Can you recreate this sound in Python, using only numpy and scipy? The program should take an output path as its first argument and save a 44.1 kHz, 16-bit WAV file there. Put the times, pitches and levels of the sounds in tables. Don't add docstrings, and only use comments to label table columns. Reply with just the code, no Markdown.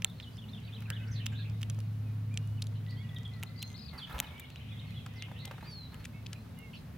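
import sys
import numpy as np
from scipy import signal
from scipy.fft import rfft, irfft, next_fast_len
from scipy.io import wavfile
from scipy.ndimage import uniform_filter1d

SR = 44100
rng = np.random.default_rng(int(sys.argv[2]) if len(sys.argv) > 2 else 0)


def magnitude_from_level(level_db):
    exponent = np.asarray(level_db, float) / 20
    return 10 ** exponent


def transcribe(u):
    v = np.clip(np.atleast_2d(u).T, -1, 1)
    q = np.round(v * 32767).astype(np.int16)
    wavfile.write(sys.argv[1], SR, q)


N = 307509
SIZE = next_fast_len(N)
BINS_HZ = np.maximum(np.fft.rfftfreq(SIZE, 1 / SR), 1)
WALL_S = .0023


def curve(table):
    return np.interp(np.arange(N) / SR, *np.transpose(table))


def on_log_axis(table, hz):
    at, value = np.transpose(table)
    return np.interp(np.log(hz), np.log(at), value)


def unit(x):
    return x / np.sqrt(np.mean(x ** 2))


def walk(rate, count=N):
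    hold = int(SR / rate)
    steps = np.repeat(rng.standard_normal(count // hold + 1), hold)
    slewed = uniform_filter1d(uniform_filter1d(steps, hold), hold)
    return 1.566 * slewed[:count]


def sound_band(x, hz, width):
    return signal.lfilter(*signal.iirpeak(hz, hz / width, fs=SR), x)


def late(x, s):
    n = np.arange(len(x))
    return np.interp(n - s * SR, n, x, left=0)


def add(out, x, s, pan_db, lag=0):
    whole = int(np.floor(lag))
    left = x
    if lag > whole:
        left = np.convolve(x, np.sinc(np.arange(-8, 9) - lag + whole), "same")
    sides = [(left, magnitude_from_level(pan_db / 2), whole), (x, magnitude_from_level(-pan_db / 2), 0)]
    for channel, (y, gain, delay) in enumerate(sides):
        i = int(s * SR) + delay
        out[channel, i:i + len(y)] += gain * y[:N - i]


def yard(x, t60, wet_db, spread_s):
    t = np.arange(int(t60 * SR)) / SR
    tail = rng.standard_normal((2, len(t))) * magnitude_from_level(-60 * t / t60) * (1 - np.exp(-t / spread_s))
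    tail /= np.sqrt(np.sum(tail ** 2, axis=1, keepdims=True))
    return x + magnitude_from_level(wet_db) * signal.fftconvolve(x, tail, axes=1)[:, :N]


def glide(length, start_hz, mid_hz, end_hz):
    u = np.linspace(0, 1, int(length * SR))
    start = 2 * start_hz * (u - .5) * (u - 1)
    middle = -4 * mid_hz * u * (u - 1)
    end = 2 * end_hz * u * (u - .5)
    return u, start + middle + end


def note(length, hz, contour):
    contours = {"dive": (1.68, .72), "drop": (1.19, .88), "soar": (.84, 1.17), "cap": (.85, .89),
                "plunge": (1.3, .87), "fall": (1.13, .92), "sag": (1.06, .96), "hook": (1.2, 1.0),
                "droop": (1.0, .87), "dip": (1.05, 1.03), "held": (.99, .99), "creep": (.98, 1.03),
                "scoop": (.93, 1.01), "lift": (.95, 1.13), "rise": (.86, 1.1), "climb": (.79, 1.03),
                "bow": (.94, .94), "arch": (.82, .75), "vault": (.64, .76), "hump": (.66, .84),
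                "swell": (.94, 1.05)}
    start, end = contours[contour]
    return glide(length, start * hz, hz, end * hz)


def fan():
    # (t/s, level/dB)
    fan_level = [(0, -48), (.4, -49), (1.1, -37), (2.5, -35), (3.75, -47.5), (4.0, -66), (4.4, -63),
                 (4.7, -45), (5.4, -45.5), (5.6, -58.5), (6.3, -45.5), (6.6, -57), (6.97, -56)]
    # (t/s, f/Hz)
    blade_pitch = [
        (0, 109),
        (1.1, 107.8),
        (2.5, 105.9),
        (4.7, 106.4),
        (6.97, 107.9),
    ]
    phase = 2 * np.pi * np.cumsum(curve(blade_pitch)) / SR
    level = magnitude_from_level(curve(fan_level) + 0.097 * walk(5.3))
    return np.sqrt(2) * level * (np.sin(phase) + magnitude_from_level(-33.5) * np.sin(2 * phase))


def pair(gain):
    # (f/Hz, left-right correlation)
    likeness = [(20, 1), (130, 0.95), (200, 0.98), (300, 0.44), (2000, 0.47), (5000, 0.2)]
    like = np.clip(on_log_axis(likeness, BINS_HZ), 0, 1)
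    mid, side = rfft(rng.standard_normal((2, SIZE))) * gain
    both = np.sqrt(1 + like) * mid + np.sqrt(1 - like) * side * np.array([[1], [-1]])
    return irfft(both, SIZE)[:, :N] / np.sqrt(2)


def town():
    # (f/Hz, width/Hz, level/dB)
    ducts = [
        (80.2, 22, -56),
        (137.9, 50, -50.5),
        (176.3, 13, -58.5),
        (214.8, 14, -60.5),
        (245.3, 48, -60),
        (455, 31, -75),
    ]
    # (f/Hz, level/dB per Hz)
    air_spectrum = [(20, -103), (60, -77), (300, -88), (600, -91.5), (2000, -99), (4000, -103),
                    (8000, -113), (12000, -110), (15900, -111), (16100, -140)]
    # (t/s, level/dB)
    swell = [
        (0, 0.5),
        (1.6, 5),
        (3, 3),
        (4.5, 0),
        (6.97, 1.5),
    ]
    rumble = 0
    for hz, width, db in ducts:
        resonance = 1 / (1 + (2 * (BINS_HZ - hz) / width) ** 2)
        rumble = rumble + magnitude_from_level(db + 1.3 * walk(2.956)) * unit(pair(resonance))
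    hiss, breeze = 0, walk(0.84)
    colour = magnitude_from_level(on_log_axis(air_spectrum, BINS_HZ)) * np.sqrt(SR / 2)
    for octave in range(10):
        share = np.cos(np.pi / 2 * np.clip(np.log2(BINS_HZ / 30) - octave, -1, 1))
        hiss = hiss + magnitude_from_level(.3 * breeze + .6 * walk(14)) * pair(colour * share)
    return magnitude_from_level(curve(swell)) * rumble + hiss


def flock(count=420):
    # (t/s, level/dB)
    chatter = [(0, -73.5), (1.3, -59.5), (1.8, -71.5), (2.4, -80), (3.1, -68), (3.5, -71), (4.0, -66),
               (4.8, -60), (5.1, -61), (5.6, -61), (6.3, -89), (6.97, -95)]
    out = np.zeros((2, N))
    for s, a, b, size, pan in rng.random((count, 5)):
        start_hz, end_hz = 1800 + 2600 * a * a, 1800 + 2600 * b
        mid_hz = 1800 + 1300 * (a * a + b)
        u, hz = glide(0.01142 + 0.0249 * size, start_hz, mid_hz, end_hz)
        chirp = np.sin(np.pi * u) * np.sin(2 * np.pi * np.cumsum(hz) / SR)
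        add(out, chirp, s * (N / SR - .05), 12 * (pan - .5))
    return magnitude_from_level(curve(chatter)) * unit(yard(out, 0.5, 13.0, 0.0059))


def ticks():
    # (t/s, peak level/dB, pebble ring minus peak/dB, top treble minus peak/dB, ring f/Hz)
    pecks = [(0.0217, -37, 7, -4, 2700), (0.0466, -17.5, 6.5, 3, 3400), (0.2006, -51, 22.5, -14, 2860),
             (0.9031, -26, 1, -17, 2770), (1.2653, -24.5, 4, -16, 3230), (1.6126, -46, 7, -5, 3000),
             (1.6175, -39.5, -9, 2, 3000), (1.6309, -37.5, 11.5, 4, 3100), (1.6997, -30.5, -28, -26, 4800),
             (2.3746, -24, 0.5, -20, 3100), (2.6216, -28, -9, -34, 3700), (2.6242, -29.5, 1, -32, 3900),
             (2.6696, -39, -12, -17, 3600), (3.4288, -39.5, 13.5, -24, 2970), (3.4344, -33, 4, -2, 3070),
             (3.6211, -41, 10, -14, 3100), (3.6268, -39, 10, 9.5, 2940), (3.629, -29, 1, -18, 3030),
             (4.1904, -31.5, 3, -24, 3100), (4.2017, -17.5, 3.5, -1, 3320), (4.3978, -58, 24, 24.5, 2320),
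             (4.503, -44, 3.5, -23, 2600), (4.5593, -68.5, 35.5, 15, 2820), (5.0635, -40, 3.5, -25, 2650),
             (5.2238, -30.5, 5.5, -14, 2850), (5.4552, -34.5, -7, 1, 3200), (5.9445, -53, 13.5, 11, 3000),
             (6.0552, -33.5, 3.5, -29, 2950), (6.267, -36.5, 7, -25, 3770), (6.3317, -32, -1, -17, 3620)]
    debris = {"twig": (-4, -20), "sand": (-0.75, 1), "stone": (14, 1), "husk": (-10, 18.4),
              "shell": (16.8, -20)}
    # (t/s, peak level/dB, kind)
    grit = [(0.3706, -44, "twig"), (0.6021, -58, "sand"), (0.8059, -48.5, "sand"), (0.823, -51, "sand"),
            (1.7471, -48, "twig"), (1.79, -45, "sand"), (1.8037, -44, "sand"), (2.3422, -48, "sand"),
            (2.4747, -61.5, "husk"), (3.147, -53, "sand"), (3.1858, -46, "twig"), (3.233, -47, "twig"),
            (3.279, -50, "twig"), (3.3373, -54, "twig"), (3.6783, -42.5, "twig"), (3.7028, -46, "twig"),
            (3.717, -45, "twig"), (3.73, -47, "twig"), (3.78, -49, "twig"), (4.128, -65, "husk"),
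            (4.227, -58, "stone"), (4.3807, -55, "stone"), (4.9078, -56, "stone"), (5.478, -51, "stone"),
            (0.1, -66, "husk"), (0.21, -60, "shell"), (5.138, -52, "twig"), (5.5142, -53, "stone"),
            (6.0042, -58, "sand"), (6.0438, -51.5, "stone"), (6.5894, -59, "husk"), (1.2608, -35, "sand"),
            (1.4987, -44.5, "twig"), (1.7044, -54, "shell"), (2.642, -44, "twig"), (2.8648, -57, "shell"),
            (2.91, -48.5, "twig"), (3.398, -59, "sand"), (3.593, -57, "shell"), (3.9395, -73, "husk"),
            (4.183, -45.5, "shell"), (4.3993, -58, "husk"), (4.401, -59, "husk"), (4.403, -66, "husk"),
            (5.391, -50, "twig"), (5.4524, -47, "shell"), (6.0517, -36.5, "twig"), (6.263, -50, "shell"),
            (6.227, -71, "husk")]
    # (t/s, delay of the left microphone/samples)
    stance = [
        (0, 1.8),
        (0.9, 2.3),
        (1.6, 1.7),
        (2.4, 1.6),
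        (2.62, 1),
        (3.4, 0.2),
        (4.2, -0.2),
        (4.4, 0.3),
        (5.2, -1.4),
        (6.97, -1.25),
    ]
    grit_ring_hz = 3100
    chips_ms, crunch_s = 0.38, .002
    ground_s = .0002
    out, t = np.zeros((2, N)), (np.arange(600) - 90) / SR
    contacts = list(pecks) + [(s, db, *debris[kind], grit_ring_hz) for s, db, kind in grit]
    chance, bearing = rng.standard_normal((len(contacts), 600)), curve(stance)
    for (s, db, ring_db, top_db, ring_hz), c in zip(contacts, chance):
        hard = db > -21
        grains = c ** 2 * np.sign(c)
        blow = (.05 if hard else .16) * grains * np.exp(-(1000 * t / chips_ms) ** 2)
        blow += (0 if hard else .07) * grains * (t > 0) * np.exp(-np.abs(t) / crunch_s)
        blow[90] = -1.1
        crack = sound_band(blow, *((7400, 2200) if hard else (4900, 3000)))
        low_hz, high_hz = (13000, 12000) if top_db > 12 else (9500, 8800)
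        treble = sound_band(sound_band(blow, low_hz, 8200), high_hz, 21000)
        ring = sound_band(sound_band(blow, ring_hz, 1700 if hard else 1000), ring_hz, 4500)
        layers = [(0, crack), (top_db + 2.5, treble), (ring_db - 5, ring)]
        x = sum(magnitude_from_level(gain_db) * layer / np.abs(layer).max() for gain_db, layer in layers)
        x = x - (.75 if hard else .15) * late(x, ground_s * (1 + .015 * c[2]))
        lag = bearing[int(s * SR)]
        start = s - 97 / SR
        add(out, magnitude_from_level(db + 1.5) * x, start, .7 - 2.7 * lag, lag)
        echo = np.convolve(x, c[-24:] / 5)[:len(x)]
        add(out, magnitude_from_level(db - (18 if hard else 11)) * echo, start + WALL_S * (1 + .1 * c[1]), 3, -2)
    return yard(out, .012, -24, .001)


def scuffs():
    # (t/s, peak level/dB, centre f/Hz, air thump minus peak/dB)
    beats = [(3.935, -42.5, 870, 0), (3.981, -44, 1530, -10), (4.07, -47, 1700, -13),
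             (4.098, -39, 1150, -8), (4.125, -42.5, 856, -13), (4.146, -35.5, 1080, 6),
             (4.179, -40.5, 900, -6), (4.227, -40.5, 1230, 1), (4.272, -47.5, 1340, -1),
             (4.307, -48.5, 855, -13), (4.34, -55, 1100, -13), (5.645, -46.5, 1500, -1),
             (5.922, -48, 1214, 1), (5.969, -52.5, 501, 6), (6, -51, 1750, 8)]
    # (t/s, peak level/dB, centre f/Hz)
    footfalls = [(0.0458, -38, 1080), (0.2, -47, 1500), (5.138, -50, 1200), (5.168, -49, 1050),
                 (0.82, -43.5, 1360), (0.905, -38.5, 750), (1.326, -47, 1760), (1.785, -44.5, 549),
                 (5.061, -40, 1320), (5.282, -45, 800), (5.538, -44, 900), (5.609, -43, 1550),
                 (2.721, -49, 1300), (3.433, -39.5, 1100), (5.315, -39, 770), (5.448, -49, 977),
                 (5.474, -37, 580), (5.511, -32.5, 1000), (5.582, -41, 950), (5.626, -38.5, 877),
                 (6.328, -40.5, 1680)]
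    beat_s, scuff_s = 0.012, 0.00374
    wings, feet, air = np.zeros((2, N)), np.zeros((2, N)), np.zeros((2, N))
    t = np.arange(6000) / SR
    puffs = [(wings, *row[:3], beat_s, 1.3, -15) for row in beats]
    puffs += [(feet, *row, scuff_s, 1.7, -19) for row in footfalls]
    chance = rng.standard_normal((len(puffs), 6000))
    for (out, s, db, hz, length, coarse, hiss_db), c in zip(puffs, chance):
        shape = t / length * np.exp(1 - t / length)
        grains = c * (np.abs(c) > coarse)
        body = unit(sound_band(sound_band(grains, hz, 1.1 * hz), .7 * hz, 1.6 * hz))
        hiss = unit(sound_band(c * np.abs(c), 12700, 4500))
        rustle = body + 0.3 * late(body, WALL_S) + magnitude_from_level(hiss_db) * hiss
        add(out, magnitude_from_level(db - 9.5) * shape * rustle, s - length / 2, -1.2)
    thump = np.sin(2 * np.pi * 62 * t) * np.sin(np.pi * np.minimum(t / 0.039, 1))
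    for s, db, _, thump_db in beats:
        add(air, magnitude_from_level(db + thump_db - 4.5) * thump, s - .01, 0)
    return yard(wings, .16, -1.1, 0.031) + yard(feet, .1, -10.5, 0.0076) + air


def whistles(notes, pan_db, rough, twigs_db):
    out, fade = np.zeros((2, N)), magnitude_from_level(-60 * np.arange(2000) / SR / .05)
    wobble, flutter = walk(200), walk(150)
    twigs = rng.standard_normal((len(notes), 2000)) * fade
    for (s, length, mid_hz, db, contour), scatter in zip(notes, twigs):
        u, hz = note(length, mid_hz, contour)
        here = slice(int(s * SR), int(s * SR) + len(u))
        brief = rough * min(.04 / length, 1) ** 1.5
        shape = np.clip(np.sin(np.pi * u ** .8), 0, 1) ** .35 * magnitude_from_level((2.2 + 1.5 * brief) * flutter[here])
        pitch = hz * (1 + .02 * brief * wobble[here])
        tone = shape * np.sin(2 * np.pi * np.cumsum(pitch) / SR)
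        blur = signal.fftconvolve(tone, scatter)
        blur *= magnitude_from_level(twigs_db) * brief * np.linalg.norm(tone) / np.linalg.norm(blur)
        blur[:len(tone)] += tone
        level = magnitude_from_level(db + 2.5) * np.sqrt(len(u)) / np.linalg.norm(blur)
        add(out, level * blur, s, pan_db, lag=-int(pan_db / 3))
    return yard(out, .3, -7, .012)


def singers():
    # (t/s, length/s, middle f/Hz, level/dB, contour); first a warbled phrase ahead
    warbled = [(0.058, 0.0081, 3700, -72, "rise"), (0.066, 0.015, 3800, -62, "fall"),
               (0.078, 0.023, 3610, -62, "held"), (0.098, 0.023, 3520, -61, "fall"),
               (0.122, 0.011, 3930, -66, "rise"), (0.15, 0.048, 4320, -69, "held"),
               (0.224, 0.0095, 3690, -56, "rise"), (0.232, 0.019, 3430, -56, "drop"),
               (0.262, 0.029, 2960, -59, "held"), (0.328, 0.019, 5000, -71, "arch"),
               (0.377, 0.0076, 3350, -59, "rise"), (0.383, 0.021, 3400, -56, "fall"),
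               (0.416, 0.011, 2950, -61, "rise"), (0.426, 0.019, 2940, -60, "sag"),
               (0.484, 0.017, 3870, -59, "soar"), (0.519, 0.013, 5200, -73, "fall"),
               (0.533, 0.025, 3360, -54, "fall"), (0.566, 0.028, 3000, -59, "fall"),
               (0.61, 0.03, 2900, -74, "held"), (0.625, 0.074, 4550, -72, "held"),
               (0.634, 0.023, 4140, -64, "cap"), (0.722, 0.0204, 3470, -55, "cap"),
               (0.743, 0.017, 3790, -57, "lift"), (0.759, 0.018, 3140, -56.5, "plunge"),
               (0.779, 0.012, 2630, -62, "held"), (0.855, 0.016, 2520, -57.5, "sag"),
               (0.92, 0.033, 3460, -54, "soar"), (0.956, 0.025, 3100, -53.5, "plunge"),
               (0.98, 0.063, 2560, -62, "held"), (0.99, 0.013, 3750, -67, "held"),
               (1.02, 0.033, 2870, -63, "held"), (1.071, 0.015, 5000, -64, "soar")]
    ahead = [(2.31, 0.061, 2424, -63, "bow"), (2.38, 0.21, 2890, -73, "creep"),
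             (2.571, 0.03, 2750, -64, "fall"), (2.032, 0.095, 2500, -74, "sag"),
             (2.867, 0.1, 1965, -62.5, "held"), (2.95, 0.032, 3950, -69, "soar"),
             (2.982, 0.025, 4550, -70, "held"), (3.019, 0.02, 4450, -75, "held"),
             (3.095, 0.11, 1935, -64, "dip"), (3.09, 0.01, 3400, -57, "sag"),
             (3.158, 0.0078, 3590, -65, "swell"), (3.162, 0.013, 3500, -49, "fall"),
             (3.25, 0.0076, 3430, -52, "swell"), (3.253, 0.013, 3334, -49.5, "sag"),
             (3.313, 0.097, 1970, -65.5, "sag"), (3.587, 0.1, 4130, -56, "creep"),
             (3.686, 0.094, 2060, -67.5, "dip"), (3.978, 0.04, 3830, -51.5, "plunge"),
             (4.014, 0.045, 3106, -50.5, "sag"), (4.232, 0.015, 3030, -60, "fall"),
             (4.24, 0.017, 3040, -59, "bow"), (4.242, 0.01, 3630, -61, "sag"),
             (4.119, 0.015, 3890, -60, "lift"), (4.272, 0.01, 2550, -60, "held"),
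             (4.41, 0.054, 2890, -65, "held"), (4.519, 0.008, 4350, -65, "held"),
             (4.555, 0.015, 3100, -66, "soar"), (4.565, 0.017, 3796, -61, "cap"),
             (4.604, 0.017, 2940, -60.5, "held"), (4.708, 0.018, 2460, -61, "sag"),
             (4.737, 0.017, 2110, -67, "drop"), (4.739, 0.012, 3300, -65, "held"),
             (4.869, 0.033, 4390, -70, "held"), (4.765, 0.026, 3300, -62, "creep"),
             (4.785, 0.019, 3710, -56, "swell"), (4.802, 0.022, 2850, -61, "drop"),
             (4.942, 0.03, 3050, -63, "lift"), (4.958, 0.04, 3390, -56, "bow"),
             (4.984, 0.0068, 3670, -60, "rise"), (5.666, 0.21, 4265, -55.5, "fall"),
             (5.88, 0.065, 4170, -74, "creep"), (5.899, 0.15, 4330, -73.5, "held"),
             (6.33, 0.096, 4070, -73.5, "creep")]
    on_left = [(3.02, 0.058, 1946, -68.5, "held"), (3.333, 0.019, 4260, -64, "arch"),
               (3.362, 0.0079, 4460, -70, "soar"), (3.49, 0.0064, 4170, -65, "soar"),
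               (3.51, 0.018, 3800, -75, "sag"), (3.56, 0.012, 4760, -65, "soar"),
               (3.65, 0.1, 6400, -70, "held"), (3.462, 0.021, 4270, -61.5, "arch"),
               (3.575, 0.043, 4700, -59.5, "swell"), (3.742, 0.023, 4250, -56.5, "arch"),
               (3.757, 0.018, 4800, -60, "rise"), (3.775, 0.03, 4880, -60, "climb"),
               (3.776, 0.006, 4300, -56, "held"), (3.91, 0.0097, 4000, -62, "soar"),
               (3.805, 0.026, 4630, -60, "rise"), (3.79, 0.016, 3970, -62, "held"),
               (3.825, 0.023, 4560, -60.5, "rise"), (3.848, 0.022, 4500, -58.5, "rise"),
               (3.865, 0.054, 4480, -63, "held"), (3.882, 0.018, 4170, -57.5, "arch"),
               (4.072, 0.014, 3390, -60, "droop"), (4.267, 0.012, 3700, -59, "fall"),
               (4.284, 0.013, 3550, -63, "rise"), (4.352, 0.01, 3700, -67, "rise"),
               (4.362, 0.014, 2900, -67, "creep"), (4.378, 0.013, 3080, -61, "fall"),
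               (4.4, 0.014, 3620, -61, "sag"), (4.3, 0.012, 3260, -62, "fall"),
               (4.445, 0.014, 3260, -62, "lift"), (4.592, 0.018, 2370, -68, "soar"),
               (4.61, 0.022, 2200, -68, "drop"), (4.455, 0.006, 3800, -68, "soar"),
               (4.685, 0.024, 3430, -65, "rise"), (5.626, 0.05, 4420, -67, "rise")]
    on_right = [(0.677, 0.01, 2920, -58.5, "plunge"), (0.686, 0.016, 2510, -62, "held"),
                (2.975, 0.054, 2150, -66, "scoop"), (2.965, 0.069, 3320, -65, "scoop"),
                (3.035, 0.023, 2890, -68, "held"), (3.066, 0.02, 2880, -74, "held"),
                (3.35, 0.2, 1370, -73, "bow"), (3.45, 0.23, 2037, -71, "held"),
                (3.2, 0.1, 1980, -72, "held"), (3.91, 0.069, 2064, -64, "sag"),
                (4.03, 0.024, 3450, -52, "held"), (4.3, 0.044, 2260, -66, "held"),
                (4.338, 0.067, 2270, -62, "creep"), (4.414, 0.039, 2260, -61.5, "sag"),
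                (4.461, 0.014, 2190, -66, "held"), (4.715, 0.023, 3450, -58.5, "lift"),
                (4.805, 0.089, 2170, -69, "held"), (4.9, 0.028, 2520, -65, "held"),
                (4.99, 0.018, 2680, -64, "fall"), (5.11, 0.03, 1920, -72, "creep"),
                (5.142, 0.13, 2070, -64, "creep"), (5.42, 0.09, 2060, -65.5, "held"),
                (5.34, 0.045, 1850, -69, "creep"), (6.13, 0.1, 2670, -70, "bow"),
                (6.13, 0.08, 2210, -67.5, "held"), (6.57, 0.099, 2780, -66.5, "sag"),
                (6.575, 0.13, 2190, -64.5, "bow")]
    centre = whistles(warbled + ahead, -.6, 1, -5)
    return centre + whistles(on_left, 8, .55, -7) + whistles(on_right, -7, .7, -4)


def buzzes():
    # (t/s, length/s, middle f/Hz, level/dB, contour)
    calls = [(0.204, 0.029, 4800, -64, "fall"), (0.357, 0.023, 4960, -67, "fall"),
             (0.869, 0.11, 1620, -58, "lift"), (0.967, 0.16, 1521, -59.5, "held"),
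             (1.081, 0.1, 1826, -67, "held"), (0.848, 0.35, 2090, -67.5, "held"),
             (1.114, 0.13, 3690, -51.5, "dive"), (1.334, 0.1, 3920, -53.5, "hump"),
             (1.44, 0.054, 2462, -57.5, "held"), (1.191, .02, 1785, -57, "held"),
             (1.32, .022, 2540, -59, "held"), (1.321, .014, 1660, -59, "held"),
             (1.318, .02, 7100, -70, "held"), (1.386, 0.019, 2560, -56, "held"),
             (1.387, 0.017, 1620, -58, "held"), (3.978, 0.017, 9230, -62, "sag"),
             (2.744, 0.034, 2950, -64, "held"), (5.336, 0.047, 2770, -62, "lift"),
             (5.655, 0.034, 2490, -61, "held"), (5.704, .022, 10000, -66, "sag"),
             (1.75, 0.19, 4250, -77, "held"), (2.75, 0.021, 4000, -66, "bow"),
             (2.88, 0.043, 4630, -59, "vault"), (5.158, 0.11, 3450, -55, "dive"),
             (5.374, 0.09, 4070, -57.5, "arch"), (5.685, 0.067, 5350, -66, "fall"),
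             (6.347, 0.017, 2760, -62, "sag"), (6.733, 0.018, 2860, -53.5, "bow"),
             (6.739, 0.04, 3400, -66, "sag"), (6.744, 0.032, 5330, -65, "sag"),
             (6.732, 0.051, 4300, -64, "droop")]
    trill_hz = 212
    out = np.zeros((2, N))
    for s, length, mid_hz, db, contour in calls:
        u, hz = note(length, mid_hz, contour)
        warble = hz * (1 + .045 * walk(800, count=len(u)))
        pulses = 3.9 * np.sin(2 * np.pi * trill_hz * length * u)
        throb = magnitude_from_level(2.9 * walk(114.4, count=len(u)) + pulses)
        tone = np.sin(2 * np.pi * np.cumsum(warble) / SR)
        shape = np.clip(np.sin(np.pi * u), 0, 1) ** 0.33
        add(out, magnitude_from_level(db) * shape * throb * tone, s, -1.5)
    return yard(out, .16, -0.76, 0.0079)


def scene():
    blackbird = ticks() + scuffs()
    birds = singers() + buzzes() + flock()
    return blackbird + birds + fan() + town()


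def top_cut(x):
    return signal.sosfilt(signal.butter(12, 16900, fs=SR, output="sos"), x)


def record(dry):
    trimmed = signal.sosfilt(signal.ellip(6, .3, 60, 16700, fs=SR, output="sos"), dry)
    return top_cut(trimmed)


dry = scene()
out = record(dry)
transcribe(out)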